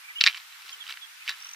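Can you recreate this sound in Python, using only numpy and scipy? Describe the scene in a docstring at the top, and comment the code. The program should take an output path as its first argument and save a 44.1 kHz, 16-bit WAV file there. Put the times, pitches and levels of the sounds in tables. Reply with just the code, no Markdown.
"""A thin, wide hiss and a few distant whistles, then hard clacks: two antelope rams clash horns in grassland.
Each contact rings the horn's modes with a tiny crack and a faint low thump; then the ridged horns
rattle and scrape along each other. Hooves thud softly, far birds whistle and end on a high trill.
Grass and bushes scatter the sound. The small microphone has little bass and clips on the hardest hits."""
import sys
import numpy as np
from scipy import signal
from scipy.fft import rfft, irfft, next_fast_len
from scipy.io import wavfile
from scipy.ndimage import uniform_filter1d

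SR = 44100
rng = np.random.default_rng(int(sys.argv[2]) if len(sys.argv) > 2 else 0)


def store_wav(level_fs):
    """Save 16-bit WAV to argv[1]."""
    pcm = np.round(np.clip(np.atleast_2d(level_fs), -1, 1) * 32767)
    wavfile.write(sys.argv[1], SR, pcm.T.astype(np.int16))


N = 68355

# Tone of the hiss bed. Each row: frequency in Hz, relative level in dB.
AIR_EQ = [(40, -65), (100, -45), (300, -41.5), (600, -28.5), (900, -14), (1500, -6), (2500, -6),
          (4500, -12), (8000, -17.5), (14500, -19.5), (15200, -26.5), (16200, -54)]
# Bird calls. Each row: start and length in seconds, start and end pitch in Hz, relative level in dB.
WHISTLES = [(.038, .034, 2340, 2390, -37), (.078, .027, 2300, 2370, -36), (.096, .028, 2020, 1930, -40),
            (.154, .03, 2880, 2930, -31), (.18, .012, 2950, 3300, -30), (.19, .016, 3250, 2500, -30),
            (.217, .022, 3130, 3080, -31), (.715, .01, 5400, 4800, -40), (.72, .034, 3270, 2930, -35),
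            (.726, .014, 6350, 6200, -44), (.8, .032, 3520, 3150, -34), (1.012, .048, 3450, 3290, -36),
            (1.2, .04, 2300, 2720, -40), (1.322, .032, 2920, 2990, -39), (1.402, .03, 3100, 3040, -46),
            (1.436, .05, 3080, 2980, -43)]
# Dynamics of the trill. Each entry: one chip's relative level in dB.
TRILL_LEVELS = [-40, -35, -35, -34, -33, -33, -36]
# The birds' weaker left side. Each row: frequency in Hz, left against right in dB.
BIRD_PAN = [(3500, -4.5), (5200, -1)]
# Footfalls. Each row: start in seconds, relative level in dB.
HOOF_STEPS = [(0.648, -58), (0.706, -62), (0.758, -62), (0.773, -60.5), (0.914, -58.5)]
# Tail off grass and bushes. Each row: frequency in Hz, time to fall 60 dB in seconds.
SCATTER_DECAY = [(1000, 0.067), (4000, 0.032), (10000, 0.041)]
# Fader ride of the sliding ridges. Each row: time in seconds, relative level in dB.
SCRAPE_RIDE = [(0, -74), (.19, -60), (.225, -50), (.25, -37.5), (0.287, -40), (0.327, -49.5), (.37, -45),
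               (.44, -62.5), (.62, -54.5), (0.689, -46.5), (.78, -57), (.85, -52.5), (0.897, -42),
               (.95, -53.5), (1.1, -79), (1.242, -55.5), (1.296, -35.5), (1.346, -56), (1.4, -51),
               (1.55, -54)]
# Tone of the scrape. Each row: frequency in Hz, relative level in dB.
SCRAPE_EQ = [(700, -5.5), (1200, -0.5), (1800, -4.5), (3000, -1), (4500, -3.5), (6500, -12.5), (10000, -18)]
# Resonances of the horn. Each row: frequency in Hz, relative level in dB.
HORN_MODES = [(1100, -5.5), (1350, -6), (1750, -0.5), (2050, -31), (2350, 5.5), (2650, 5.5), (3100, 1),
              (3600, -4), (3950, 7.5), (4400, 5.5), (4800, -0.5), (5250, 5), (5900, 5.5), (6600, 2),
              (7600, -11)]
# Horn hits; each struck spot favours two rings. Each row: time in seconds, relative level in dB, lower
# and upper ring in Hz, upper over lower in dB, lift of the top modes and the crack in dB.
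HORN_HITS = [(0.2083, -12, 2300, 4150, 10, 1), (0.2114, 0, 2650, 4250, 8, -2),
             (0.2135, -10, 1200, 3950, 6, -4), (0.2186, -16, 3100, 4170, 14, 2),
             (0.2204, -17, 3100, 4200, 14, 2), (0.2217, -23, 3040, 3170, 0, 1),
             (0.2257, -30, 3040, 3750, 5, 0), (0.2391, -1, 2650, 4400, -2, 9),
             (0.2431, -14, 2670, 3750, 6, 6), (0.2455, -22, 2260, 3810, -1, 1),
             (0.2527, -28, 2300, 3550, -1, -1), (0.2563, -26, 3040, 5170, 2, 3),
             (0.2588, -17, 1790, 4460, -1, 3), (0.2636, -4, 1800, 4100, 1, 0),
             (0.269, -3, 1750, 4450, 3, 1), (0.2744, 0, 2300, 3850, -4, -5),
             (0.2773, -9, 2390, 3850, -6, -9), (0.2806, -18, 2580, 3380, -3, -6),
             (0.2842, -10, 2300, 4050, -3, -6), (0.2893, -23, 2240, 3660, -4, -1),
             (0.2915, -24, 2280, 3880, -6, -5), (0.2956, -23, 2170, 3900, -3, -6),
             (0.2985, -23, 2170, 3100, -4, -8), (0.3033, -29, 2070, 4370, -8, -1),
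             (0.3073, -29, 3010, 3060, 0, -4), (0.3115, -32, 2070, 3060, -4, -2),
             (0.3281, -29, 3040, 3340, 3, -2), (0.3361, -31, 3040, 3420, 5, 0),
             (0.3461, -24, 1750, 3150, 4, -8), (0.3498, -27, 2240, 3210, -2, -2),
             (0.362, -33, 2300, 4560, 1, 0), (0.3679, -32, 2300, 3340, -10, -2),
             (0.3732, -28, 1980, 4540, 3, 4), (0.3759, -32, 3040, 3250, 2, -6),
             (0.3794, -31, 2200, 4010, -4, 0), (0.4005, -33, 3040, 4090, 3, 0),
             (0.5249, -35, 2730, 3850, 3, 0), (0.6217, -37, 2540, 4500, 0, 0),
             (0.6934, -26, 2840, 4240, 0, -2), (0.8399, -35, 1830, 3060, 1, 0),
             (0.8673, -31, 3040, 3170, 2, -3), (0.8698, -34, 1350, 3060, 0, -1),
             (0.8784, -31, 3040, 4180, 2, -1), (0.8877, -32, 1350, 3060, 0, -2),
             (0.8908, -28, 2560, 4290, -3, -1), (0.8944, -26, 1350, 3800, 3, -5),
             (0.8962, -26, 2300, 3200, 0, -8), (0.9042, -30, 1770, 3060, -4, -1),
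             (0.908, -32, 1920, 3810, 3, 0), (0.9103, -29, 3040, 3190, 1, -3),
             (0.9244, -24, 2540, 4400, 0, -12), (0.9397, -32, 2500, 3770, -2, 0),
             (0.9724, -30, 1780, 3100, -4, -12), (0.9738, -30, 1780, 4400, -6, -12),
             (1.2661, -35, 2110, 4650, -2, 0), (1.2698, -35, 1770, 3320, -3, -3),
             (1.2782, -17, 2480, 3100, 0, 0), (1.2858, -18, 2650, 3640, 3, -8),
             (1.2894, -25, 1350, 4200, -2, -5), (1.2933, -13, 1750, 4410, 2, 3),
             (1.2975, -18, 1650, 3650, -6, -10), (1.3041, -23, 1250, 4000, -8, -6),
             (1.3062, -27, 1700, 4030, -2, -7), (1.3139, -24, 1660, 3660, 6, -5),
             (1.3222, -29, 1750, 3850, -6, -6), (1.3261, -31, 1640, 3920, -7, -6),
             (1.3402, -34, 1740, 3400, -3, -2)]
# The rams' place in the stereo image. Each row: frequency in Hz, left over right in dB.
RAM_PAN = [(1200, -1), (2200, -6), (3300, -0.6), (4500, 2), (8000, -0.5)]


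def amp(db):
    """Turns dB into gain."""
    return 10 ** (np.asarray(db) / 20)


def unit(x):
    """Scales to an rms of 1."""
    return x / np.sqrt(np.mean(x ** 2) + 1e-20)


def curve(points, hz):
    """Reads (Hz, value) points along a log frequency axis."""
    freqs, values = np.transpose(points)
    return np.interp(np.log(hz + 1), np.log(freqs + 1), values)


def eq(x, response):
    """Zero-phase EQ; response gives the gain at each frequency."""
    size = next_fast_len(N + 8192)
    return irfft(rfft(x, size) * response(np.fft.rfftfreq(size, 1 / SR)), size)[..., :N]


def add(track, start, sound):
    """Mixes a sound in at a start time in seconds."""
    part = track[round(start * SR):][:len(sound)]
    part += sound[:len(part)]


def air(level_db=-48, patch_db=-1.0):
    """The bed: wide hiss, unrelated left and right, with faint patches in time and pitch."""
    spectrum = signal.stft(rng.standard_normal((2, N + 512)), nperseg=512)[2]
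    patches = uniform_filter1d(rng.standard_normal(spectrum.shape[1:]), size=6, axis=0)
    patches = unit(uniform_filter1d(patches, size=10, axis=1))
    hiss = signal.istft(spectrum * amp(patch_db * patches), nperseg=512)[1][:, :N]
    return amp(level_db) * unit(eq(hiss, lambda hz: amp(curve(AIR_EQ, hz))))


def birds(trill_start=1.4, chip_step_s=.0222, chip_s=.0055, chip_hz=5300, trim_db=-2, flutter_db=2):
    """Gliding whistles and a trill of rising chips, each reaching higher, fluttering with distance."""
    out = np.zeros(N)
    chips = [(trill_start + k * chip_step_s, chip_s, chip_hz, chip_hz + 550 + 130 * k, db)
             for k, db in enumerate(TRILL_LEVELS)]
    for start, length, start_hz, end_hz, db in WHISTLES + chips:
        progress = np.linspace(0, 1, round(length * SR))
        pitch = start_hz + (end_hz - start_hz) * progress
        swell = np.sin(np.pi * progress) ** .6
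        add(out, start, amp(db) * swell * np.sin(2 * np.pi * np.cumsum(pitch) / SR))
    span = round(.003 * SR)
    flutter = unit(uniform_filter1d(uniform_filter1d(rng.standard_normal(N), span), span))
    return out * amp(trim_db + flutter_db * flutter)


def grass_scatter(x):
    """A short diffuse tail off grass and bushes, different in each ear."""
    hz, t, spectrum = signal.stft(rng.standard_normal((2, SR // 4)), SR, nperseg=128)
    decay = amp(-60 * t / curve(SCATTER_DECAY, hz)[:, None])
    tail = signal.istft(spectrum * decay, SR, nperseg=128)[1]
    return signal.fftconvolve(x[None], tail / np.linalg.norm(tail[0]), axes=1)[:, :N]


def hooves(centre_hz=425, attack_s=.00094, t60=.031):
    """Soft low thuds on the ground: a damped sine, pitched differently on each step."""
    out, t = np.zeros(N), np.arange(SR // 20) / SR
    for start, db in HOOF_STEPS:
        envelope = amp(db - 60 * t / t60) * (1 - np.exp(-t / attack_s))
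        pitch = centre_hz * (1 + .11 * rng.normal())
        add(out, start, envelope * np.sin(2 * np.pi * pitch * t))
    return out


def clip_thumps(trim_db=-43, pulse_s=.001):
    """A faint low thump under each horn hit, as from the overloaded microphone: a one-way pulse."""
    out = np.zeros(N)
    for start, db, *_ in HORN_HITS:
        add(out, start, rng.choice([-1, 1]) * amp(db + trim_db) * np.hanning(round(pulse_s * SR)))
    return out


def horn_scrape(ticks_per_s=1200, spread_db=4):
    """Ridge slides over ridge: a dense grain of tiny ticks of uneven size."""
    chance, polarity, size = rng.random((N, 3)).T
    tick_db = np.minimum(-spread_db * np.log(1 - size), 3 * spread_db)
    ticks = (chance < ticks_per_s / SR) * np.sign(polarity - .5) * amp(tick_db)
    grain = unit(eq(ticks, lambda hz: amp(curve(SCRAPE_EQ, hz))))
    times, db = np.transpose(SCRAPE_RIDE)
    return amp(np.interp(np.arange(N) / SR, times, db)) * grain


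def horn_clacks(favour_db=14, favour_octaves=.09, t60_cycles=34, ring_db=1, crack_db=-32, crack_t60=.005):
    """Each hit rings the horn's modes, most of all near its two favoured pitches, with a tiny crack."""
    out, t = np.zeros(N), np.arange(SR // 20) / SR
    hz, mode_db = np.transpose(HORN_MODES)[:, :, None]
    variations = rng.standard_normal((len(HORN_HITS), 2, len(HORN_MODES), 1))
    polarity = (-1) ** (np.arange(len(HORN_MODES))[:, None] // 2)  # flips every two modes
    decay = amp(-60 * t * hz / t60_cycles)
    near = lambda centre: np.exp(-.5 * (np.log2(hz / centre) / favour_octaves) ** 2)
    for (time, db, low_hz, high_hz, tilt_db, top_db), (uneven, detune) in zip(HORN_HITS, variations):
        spot_db = (favour_db - tilt_db / 2) * near(low_hz) + (favour_db + tilt_db / 2) * near(high_hz)
        gain = amp(mode_db + spot_db + top_db * (hz > 5000) + 1.5 * uneven)
        attack_s = .0004 * 2 ** (-db / 35)  # contact time doubles for a blow 35 dB softer
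        rise = np.sin(np.pi / 2 * np.minimum(t / attack_s, 1)) ** 2
        tones = np.sin(2 * np.pi * hz * (1 + .015 * detune) * t)
        ring = rise * (polarity * gain * decay * tones).sum(0)
        crack = rise * amp(crack_db + top_db - 60 * t / crack_t60) * rng.standard_normal(len(t))
        add(out, time - attack_s / 2, amp(db) * (amp(ring_db) * ring / np.abs(ring).max() + crack))
    return out


def scene(low_cut_hz=940, ram_send_db=-10, bird_send_db=-7):
    """The mix: air all round, birds far right, rams near the centre with a short scatter tail."""
    pan = lambda left_db: amp([left_db / 2, -left_db / 2])
    low_cut = signal.butter(5, low_cut_hz, "high", fs=SR, output="sos")
    horns = signal.sosfilt(low_cut, horn_clacks() + horn_scrape())  # the microphone loses their bass
    rams = horns + clip_thumps() + hooves()
    calls = birds()
    foreground = eq(rams, lambda hz: pan(curve(RAM_PAN, hz))) + amp(ram_send_db) * grass_scatter(rams)
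    # The birds sit so far right that the left channel gets them in opposite polarity.
    calls_left = -eq(calls, lambda hz: amp(curve(BIRD_PAN, hz)))
    background = np.array([calls_left, calls]) + amp(bird_send_db) * grass_scatter(calls)
    return foreground + background + air() * pan(-.5)[:, None]


def record(dry, ceiling=1.02, hardness=8, shelf_hz=15300, shelf_db=-14, top_hz=16450):
    """The small microphone soft-clips the loudest peaks; the top end steps down, then cuts off."""
    clipped = dry / (1 + np.abs(dry / ceiling) ** hardness) ** (1 / hardness)
    return eq(clipped, lambda hz: (hz < top_hz) * np.where(hz > shelf_hz, amp(shelf_db), 1))


dry = scene()
out = record(dry)
store_wav(out)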